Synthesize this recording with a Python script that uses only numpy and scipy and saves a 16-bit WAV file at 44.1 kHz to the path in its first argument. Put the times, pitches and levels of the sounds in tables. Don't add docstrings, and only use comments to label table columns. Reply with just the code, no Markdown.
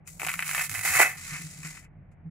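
import sys
import numpy as np
from scipy import signal
from scipy.fft import rfft, irfft
from scipy.io import wavfile
from scipy.ndimage import map_coordinates

SR = 44100
rng = np.random.default_rng(int(sys.argv[2]) if len(sys.argv) > 2 else 0)


def wav_out(sig):
    wavfile.write(sys.argv[1], SR, np.round(np.clip(np.atleast_2d(sig).T, -1, 1) * 32767).astype(np.int16))


def linear_from_db(decibels):
    return 10 ** (np.asarray(decibels, float) / 20)


N = 101430


def rms_one(x):
    return x / np.sqrt(np.mean(x ** 2) + 1e-20)


def drift(rate_hz):
    r = np.exp(-2 * np.pi * rate_hz / SR)
    settle = 9000
    return rms_one(signal.lfilter([1], [1, -2 * r, r * r], rng.standard_normal(N + settle))[settle:])


def peak(x, hz, width_hz):
    r = np.exp(-np.pi * width_hz / SR)
    turn = 2 * np.pi * hz / SR
    return signal.lfilter([(1 - r * r) / 2, 0, (r * r - 1) / 2], [1, -2 * r * np.cos(turn), r * r], x + 1e-18)


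def ring(x, hz, t60_s):
    r = linear_from_db(-60 / (t60_s * SR))
    turn = 2 * np.pi * hz / SR
    return signal.lfilter([0, np.sin(turn)], [1, -2 * r * np.cos(turn), r * r], x + 1e-18)


def cut(x, hz, kind):
    return signal.sosfilt(signal.butter(2, hz, kind, fs=SR, output="sos"), x)


def over_time(table):
    s, *columns = np.transpose(table)
    return [np.interp(np.arange(N) / SR, s, column) for column in columns]


def hum():
    # pitch_hz [Hz], width_hz [Hz], level_db [dB]
    modes = [(37.45, 10, -61), (85.6, 22, -57.5), (153, 22, -53), (200, 120, -66)]
    sides_db = [-6.5, -9, -16, -7]
    out = np.zeros((2, N))
    for (hz, width_hz, db), side_db in zip(modes, sides_db):
        noise = rng.standard_normal((2, N))
        mid, side = peak(peak(noise, hz, width_hz), hz, width_hz * 2)
        out += linear_from_db(db) * rms_one(mid + linear_from_db(side_db) * side * [[1], [-1]])
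    return out


def room_tone():
    # pitch_hz [Hz], level_db [dB per Hz]
    colour = [(15, -43.5), (25, -17), (162, -14), (264, -19.5), (747, -11), (944, -20), (2200, -20.5),
              (4000, -55.5), (5200, -90), (8800, -120)]
    level_db, alike = -66, 0.37
    hz, db = np.transpose(colour)
    f = np.maximum(np.fft.rfftfreq(N, 1 / SR), 1)
    shape = linear_from_db(np.interp(np.log(f), np.log(hz), db, right=-90))
    mid, side = irfft(rfft(rng.standard_normal((2, N))) * shape, N)
    return linear_from_db(level_db) * rms_one(np.sqrt(1 + alike) * mid + np.sqrt(1 - alike) * side * [[1], [-1]])


def shades(level_db, bright_db, weight_db):
    parts_db = [level_db, level_db + bright_db, level_db + weight_db, level_db + 2 * weight_db]
    return linear_from_db(np.array(parts_db) + 12.5)


def cracks():
    # time_s [s], level_db [dB], brightness_db [dB], weight_db [dB]
    pickup = [
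        (0.045, -90, -3, -9),
        (0.073, -60.5, 11, -22),
        (0.185, -74, 16.5, 5.5),
    ]
    # time_s [s], level_db [dB], brightness_db [dB], weight_db [dB]
    squeezes = [
        [(0.19, -70, 9, -7), (0.194, -43.5, -0.5, -35), (0.222, -41, -2.5, -1.5), (0.318, -38, -4, -28),
         (0.385, -46.5, 1.5, -20)],
        [(0.39, -36, -11, -24.5), (0.472, -39.5, 1, -23.5), (0.592, -28, -5, -18), (0.668, -40.5, 5, -22),
         (0.688, -53, -3.5, -28)],
        [(0.695, -45, 2.5, -24), (0.739, -38.5, 1.5, -13.5), (0.745, -33, -3, -16), (0.809, -38.5, 0, -20),
         (0.822, -42.5, -0.5, -21)],
        [(0.833, -32, 0, -13), (0.852, -27.5, -1.5, -14), (0.914, -28.5, -0.5, -18.5),
         (1.012, -17.5, -6, -10.5), (1.165, -50, -4, -11.5)],
    ]
    # time_s [s], level_db [dB], brightness_db [dB], weight_db [dB]
    rub = [(1.171, -45, -2, -30), (1.26, -43.5, 0.5, -34), (1.36, -35, -8, -31), (1.45, -53, 5, -22),
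           (1.62, -55, 2, -22), (1.665, -42, -3, -26), (1.71, -49, 1, -25), (1.79, -54, 1, -22),
           (1.852, -60, -6, -17)]
    breaks_per_s, spread_db, clump_db, clump_hz = 3000, 1.5, 1.5, 70
    path = pickup + sum(squeezes, []) + rub
    level_db, bright_db, weight_db = over_time(path)
    sizes = linear_from_db(spread_db * np.minimum(rng.exponential(1, N), 4)) * rng.choice([-1, 1], N)
    happens = rng.random(N) < breaks_per_s / SR
    grain = rms_one(sizes * happens * linear_from_db(clump_db * drift(clump_hz)))
    t = np.arange(N) / SR
    active = (t > path[0][0]) * (t < path[-1][0])
    return grain * active * shades(level_db - 6.5, bright_db + 9.5, weight_db + 19)


def snaps():
    # time_s [s], peak_db [dB], brightness_db [dB]
    ticks = [(0.0578, -49, -13), (0.0742, -30, 1), (1.1788, -33, -3), (1.2979, -30, -10),
             (1.3264, -30, -10), (1.6302, -25, -6), (1.6477, -23, -7), (1.6592, -30, -8), (1.746, -34, -10),
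             (1.7694, -29, -12), (1.8253, -41, -12.5), (1.8472, -40, -16), (2.1142, -51, -9)]
    # time_s [s], peak_db [dB], brightness_db [dB], weight_db [dB]
    snap_rows = [(0.197, -19.5, -11.5, -24), (0.2074, -28, -19, -10), (0.2169, -17, -11, -15),
                 (0.2309, -19, -6, -6.5), (0.2483, -16, -9, -26), (0.2658, -17, -4, -11),
                 (0.2714, -13.5, -11, -21), (0.2848, -11, -20, -22), (0.2914, -11, -10, -32),
                 (0.3004, -18, -11, -36), (0.3152, -17, -13, -33), (0.3391, -15, -10, -42),
                 (0.3544, -27, -5, -25), (0.3915, -12, -14.5, -42), (0.4034, -21, -4.5, -35),
                 (0.4239, -10.5, -26, -37), (0.4444, -30, -2, -30), (0.4653, -23, -4, -30),
                 (0.4788, -22, 2, -35), (0.4913, -18, -8.5, -27), (0.5112, -17, -5.5, -36),
            (0.5327, -24, -1.5, -12), (0.5472, -10, -12, -25), (0.5791, -11, -32, -18),
            (0.5935, -11, -14, -25), (0.6094, -14, -32, -44), (0.6389, -23, -4, -35),
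            (0.6948, -26, 4.5, -34), (0.7138, -27.5, 4, -18), (0.7484, -18.5, -7.5, -39),
            (0.7814, -25.5, 1.5, -29), (0.7911, -19.5, -4.5, -34), (0.8104, -28, 3.5, -16),
            (0.834, -21, -12, -21), (0.85, -18, -8, -14), (0.9103, -27.5, -15, -37),
            (0.9512, -11, -19, -19), (0.9956, -8, -12, -7.5), (1.0015, -4.5, -18, -6),
            (1.0144, -11, -24, -14), (1.0474, -13.5, -38, -9.5),
                 (0.7407, -24, -5, -30), (0.863, -19, -10, -25), (0.8765, -18, -12, -25), (0.886, -21, -10, -25),
            (0.9223, -18, -12, -30), (0.9358, -16, -12, -30), (0.9443, -17, -12, -30),
            (0.9655, -20, -12, -25), (0.975, -18, -12, -25), (0.988, -15, -12, -20),
            (1.0225, -11, -20, -18), (1.031, -14, -18, -18), (1.056, -18, -18, -10), (1.068, -20, -18, -12),
            (1.1144, -28, -15, -25)]
    splinter_s, brush_s, splinter_db, brush_db, brush_weight_db = 0.003, 0.011, -13, -14, -38
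    length = 1500
    t = np.arange(length) / SR
    out = np.zeros((4, N + 2000))
    rows = [(*row, False) for row in snap_rows]
    rows += [(s, db, bright_db, brush_weight_db, True) for s, db, bright_db in ticks]
    for s, db, bright_db, weight_db, is_brush in rows:
        spray = rng.standard_normal(length) * (rng.random(length) < 0.1)
        if is_brush:
            burst = spray * np.exp(-t / brush_s) * linear_from_db(brush_db)
        else:
            burst = spray * np.exp(-t / splinter_s) * linear_from_db(splinter_db) + (t == 0)
        gains = shades(db + 5.5, bright_db + 8.5, weight_db + 21.5)
        i = int(s * SR)
        out[:, i:i + length] += burst * gains[:, None]
    return out[:, :N]


def scattered(drive):
    echo_db = [-6, -1, -8, -8]
    echo_t60_s, alike = 0.04, 0.02
    r = linear_from_db(-120 / (echo_t60_s * SR))
    tail = np.sqrt(signal.lfilter([0, 1 - r], [1, -r], drive ** 2, axis=1)) * linear_from_db(echo_db)[:, None]
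    shared, left, right = rng.standard_normal((3, N))
    return [drive + tail * (np.sqrt(alike) * shared + np.sqrt(1 - alike) * own) for own in (left, right)]


def hand_and_pot(plain, k):
    # pitch_hz [Hz], width_hz [Hz], level_db [dB]
    closed = [(1250, 550, -5), (2000, 600, 0), (2380, 400, 4.5)]
    # pitch_hz [Hz], width_hz [Hz], level_db [dB]
    opened = [(1300, 500, -17), (2030, 280, 4.5), (2590, 220, 1)]
    right_db = [4, .1, -.5]
    # pitch_hz [Hz], level_db [dB], t60_s [s]
    pot = [(755, -44, .1), (1520, -39, .08), (1785, -33, .1), (1920, -34, .08), (1990, -28, .12),
           (2035, -32, .09), (2125, -34, .08), (2590, -32, .1), (3050, -45, .08)]
    # time_s [s], share [0-1], pot_db [dB]
    opening = [
        (0.3, .05, -18),
        (0.6, .4, -14),
        (0.8, .8, -11),
        (1.0, .8, -9),
        (1.1, .8, -9),
        (1.3, .6, -14),
        (1.8, .5, -14),
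    ]
    # time_s [s], lag_s [s]
    lags = [(0.3, 0.00004), (0.6, 0.00002), (0.95, -0.00006), (1.1, -0.00005), (1.2, 0.0001), (1.9, 0.0001)]
    low_cut_hz = 800
    share, pot_db = over_time(opening)
    body = np.zeros(N)
    for weight, hollow in ((1 - share, closed), (share, opened)):
        source = plain * np.sqrt(weight)
        for j, (hz, width_hz, db) in enumerate(hollow):
            body += peak(source, hz, width_hz) * linear_from_db(db + k * right_db[j]) * (-1) ** j
    struck = plain * linear_from_db(pot_db)
    for hz, db, t60_s in pot:
        body += ring(struck, hz, t60_s) * linear_from_db(db)
    body = cut(cut(body, low_cut_hz, "high"), low_cut_hz / 2, "high")
    lag_s, = over_time(lags)
    return map_coordinates(body, [np.arange(N) - k * SR * lag_s], order=3)


def pot_weight(heavy, deep, k):
    # low_hz [Hz], high_hz [Hz], level_db [dB]
    bands = [(300, 1000, -26), (650, 900, -12)]
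    left_lag_s = 0.0003
    low = np.zeros(N)
    for x, (low_hz, high_hz, db) in zip((deep, heavy), bands):
        low += cut(x, [low_hz, high_hz], "band") * linear_from_db(db)
    low = cut(low, 260, "high") + peak(heavy, 755, 40) * linear_from_db(-4)
    return np.roll(low * linear_from_db(4 * k - 6), int((1 - k) * left_lag_s * SR))


def port_treble(bright, k):
    # pitch_hz [Hz], width_hz [Hz], peak_db [dB], plain_db [dB]
    ports = [(7300, 1400, 9, -10), (10760, 870, 9, 2.5)]
    rub_from_s, rub_dull_hz, right_lag_s = 1.17, 9500, 0.00018
    hz, width_hz, peak_db, plain_db = ports[k]
    bright = bright * np.where(rng.random(N) < k * 0.24, -1, 1)
    rubbed = cut(bright, rub_dull_hz, "low") * linear_from_db(0.1) + bright * linear_from_db(-4.5)
    bright = np.where(np.arange(N) > rub_from_s * SR, rubbed, bright)
    top = cut(bright, 3240, "high") * linear_from_db(-18)
    top = top * linear_from_db(plain_db) + peak(top, hz, width_hz) * linear_from_db(peak_db)
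    return np.roll(top, int(k * right_lag_s * SR))


def pasta():
    # time_s [s], left_minus_right_db [dB]
    hand = [
        (0.1, 7.5),
        (0.3, 2.5),
        (0.7, -0.5),
        (1.05, 0.5),
        (1.3, 0.5),
        (1.8, 3.5),
    ]
    delay_s = 0.00052
    out = []
    for k, (plain, bright, heavy, deep) in enumerate(scattered(cracks() + snaps())):
        heard = hand_and_pot(plain, k) - pot_weight(heavy, deep, k) + port_treble(bright, k)
        heard = heard - 0.45 * peak(heard, 3430, 250)
        out.append(np.roll(heard, int(delay_s * SR)))
    pan_db, = over_time(hand)
    return np.array(out) * linear_from_db([pan_db / 2, -pan_db / 2])


def bumps():
    # time_s [s], peak_db [dB], pitch_hz [Hz]
    knocks = [(0.242, -42, 158.6), (0.347, -42.5, 171), (0.703, -36.5, 101), (0.77, -35, 100.7),
              (0.891, -36.5, 90), (0.951, -34.5, 131.4), (1.312, -33.5, 153), (1.388, -35, 162.5),
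              (1.436, -35.5, 156), (1.58, -36, 153), (1.639, -33.5, 158.4), (1.968, -40.5, 94.9),
              (2.249, -33.5, 164.5)]
    swell_s, t60_s, level_db, noise_db, side_rad = 0.011, 0.14, -3.5, -19, 0.25
    length = 9000
    t = np.arange(length) / SR
    swell = (1 - np.exp(-t / swell_s)) ** 2 * linear_from_db(-60 * t / t60_s)
    swell = swell / swell.max()
    phase = side_rad * np.array([[1], [-1]])
    out = np.zeros((2, N + length))
    for s, db, hz in knocks:
        noise = rng.standard_normal(length)
        for width_hz in (150, 200, 300):
            noise = peak(noise, 240, width_hz)
        knock = np.sin(2 * np.pi * hz * t + phase) + rms_one(noise) * linear_from_db(noise_db)
        i = int(s * SR)
        out[:, i:i + length] += linear_from_db(db + level_db) * swell * knock
    return out[:, :N]


def scene():
    return pasta() + (hum() + bumps()) * linear_from_db([[-0.6], [0.6]]) + room_tone()


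def roll_off(x):
    return signal.sosfilt(signal.butter(12, 16800, fs=SR, output="sos"), x)


def record(dry):
    fade_s, cutoff_hz = 0.008, 15950
    fade = np.clip(np.arange(N)[::-1] / (fade_s * SR), 0, 1)
    limited = 2 * np.tanh(dry / 2) * fade
    top_cut = signal.cheby2(20, 50, cutoff_hz, fs=SR, output="sos")
    return roll_off(signal.sosfilt(top_cut, limited))


dry = scene()
out = record(dry)
wav_out(out)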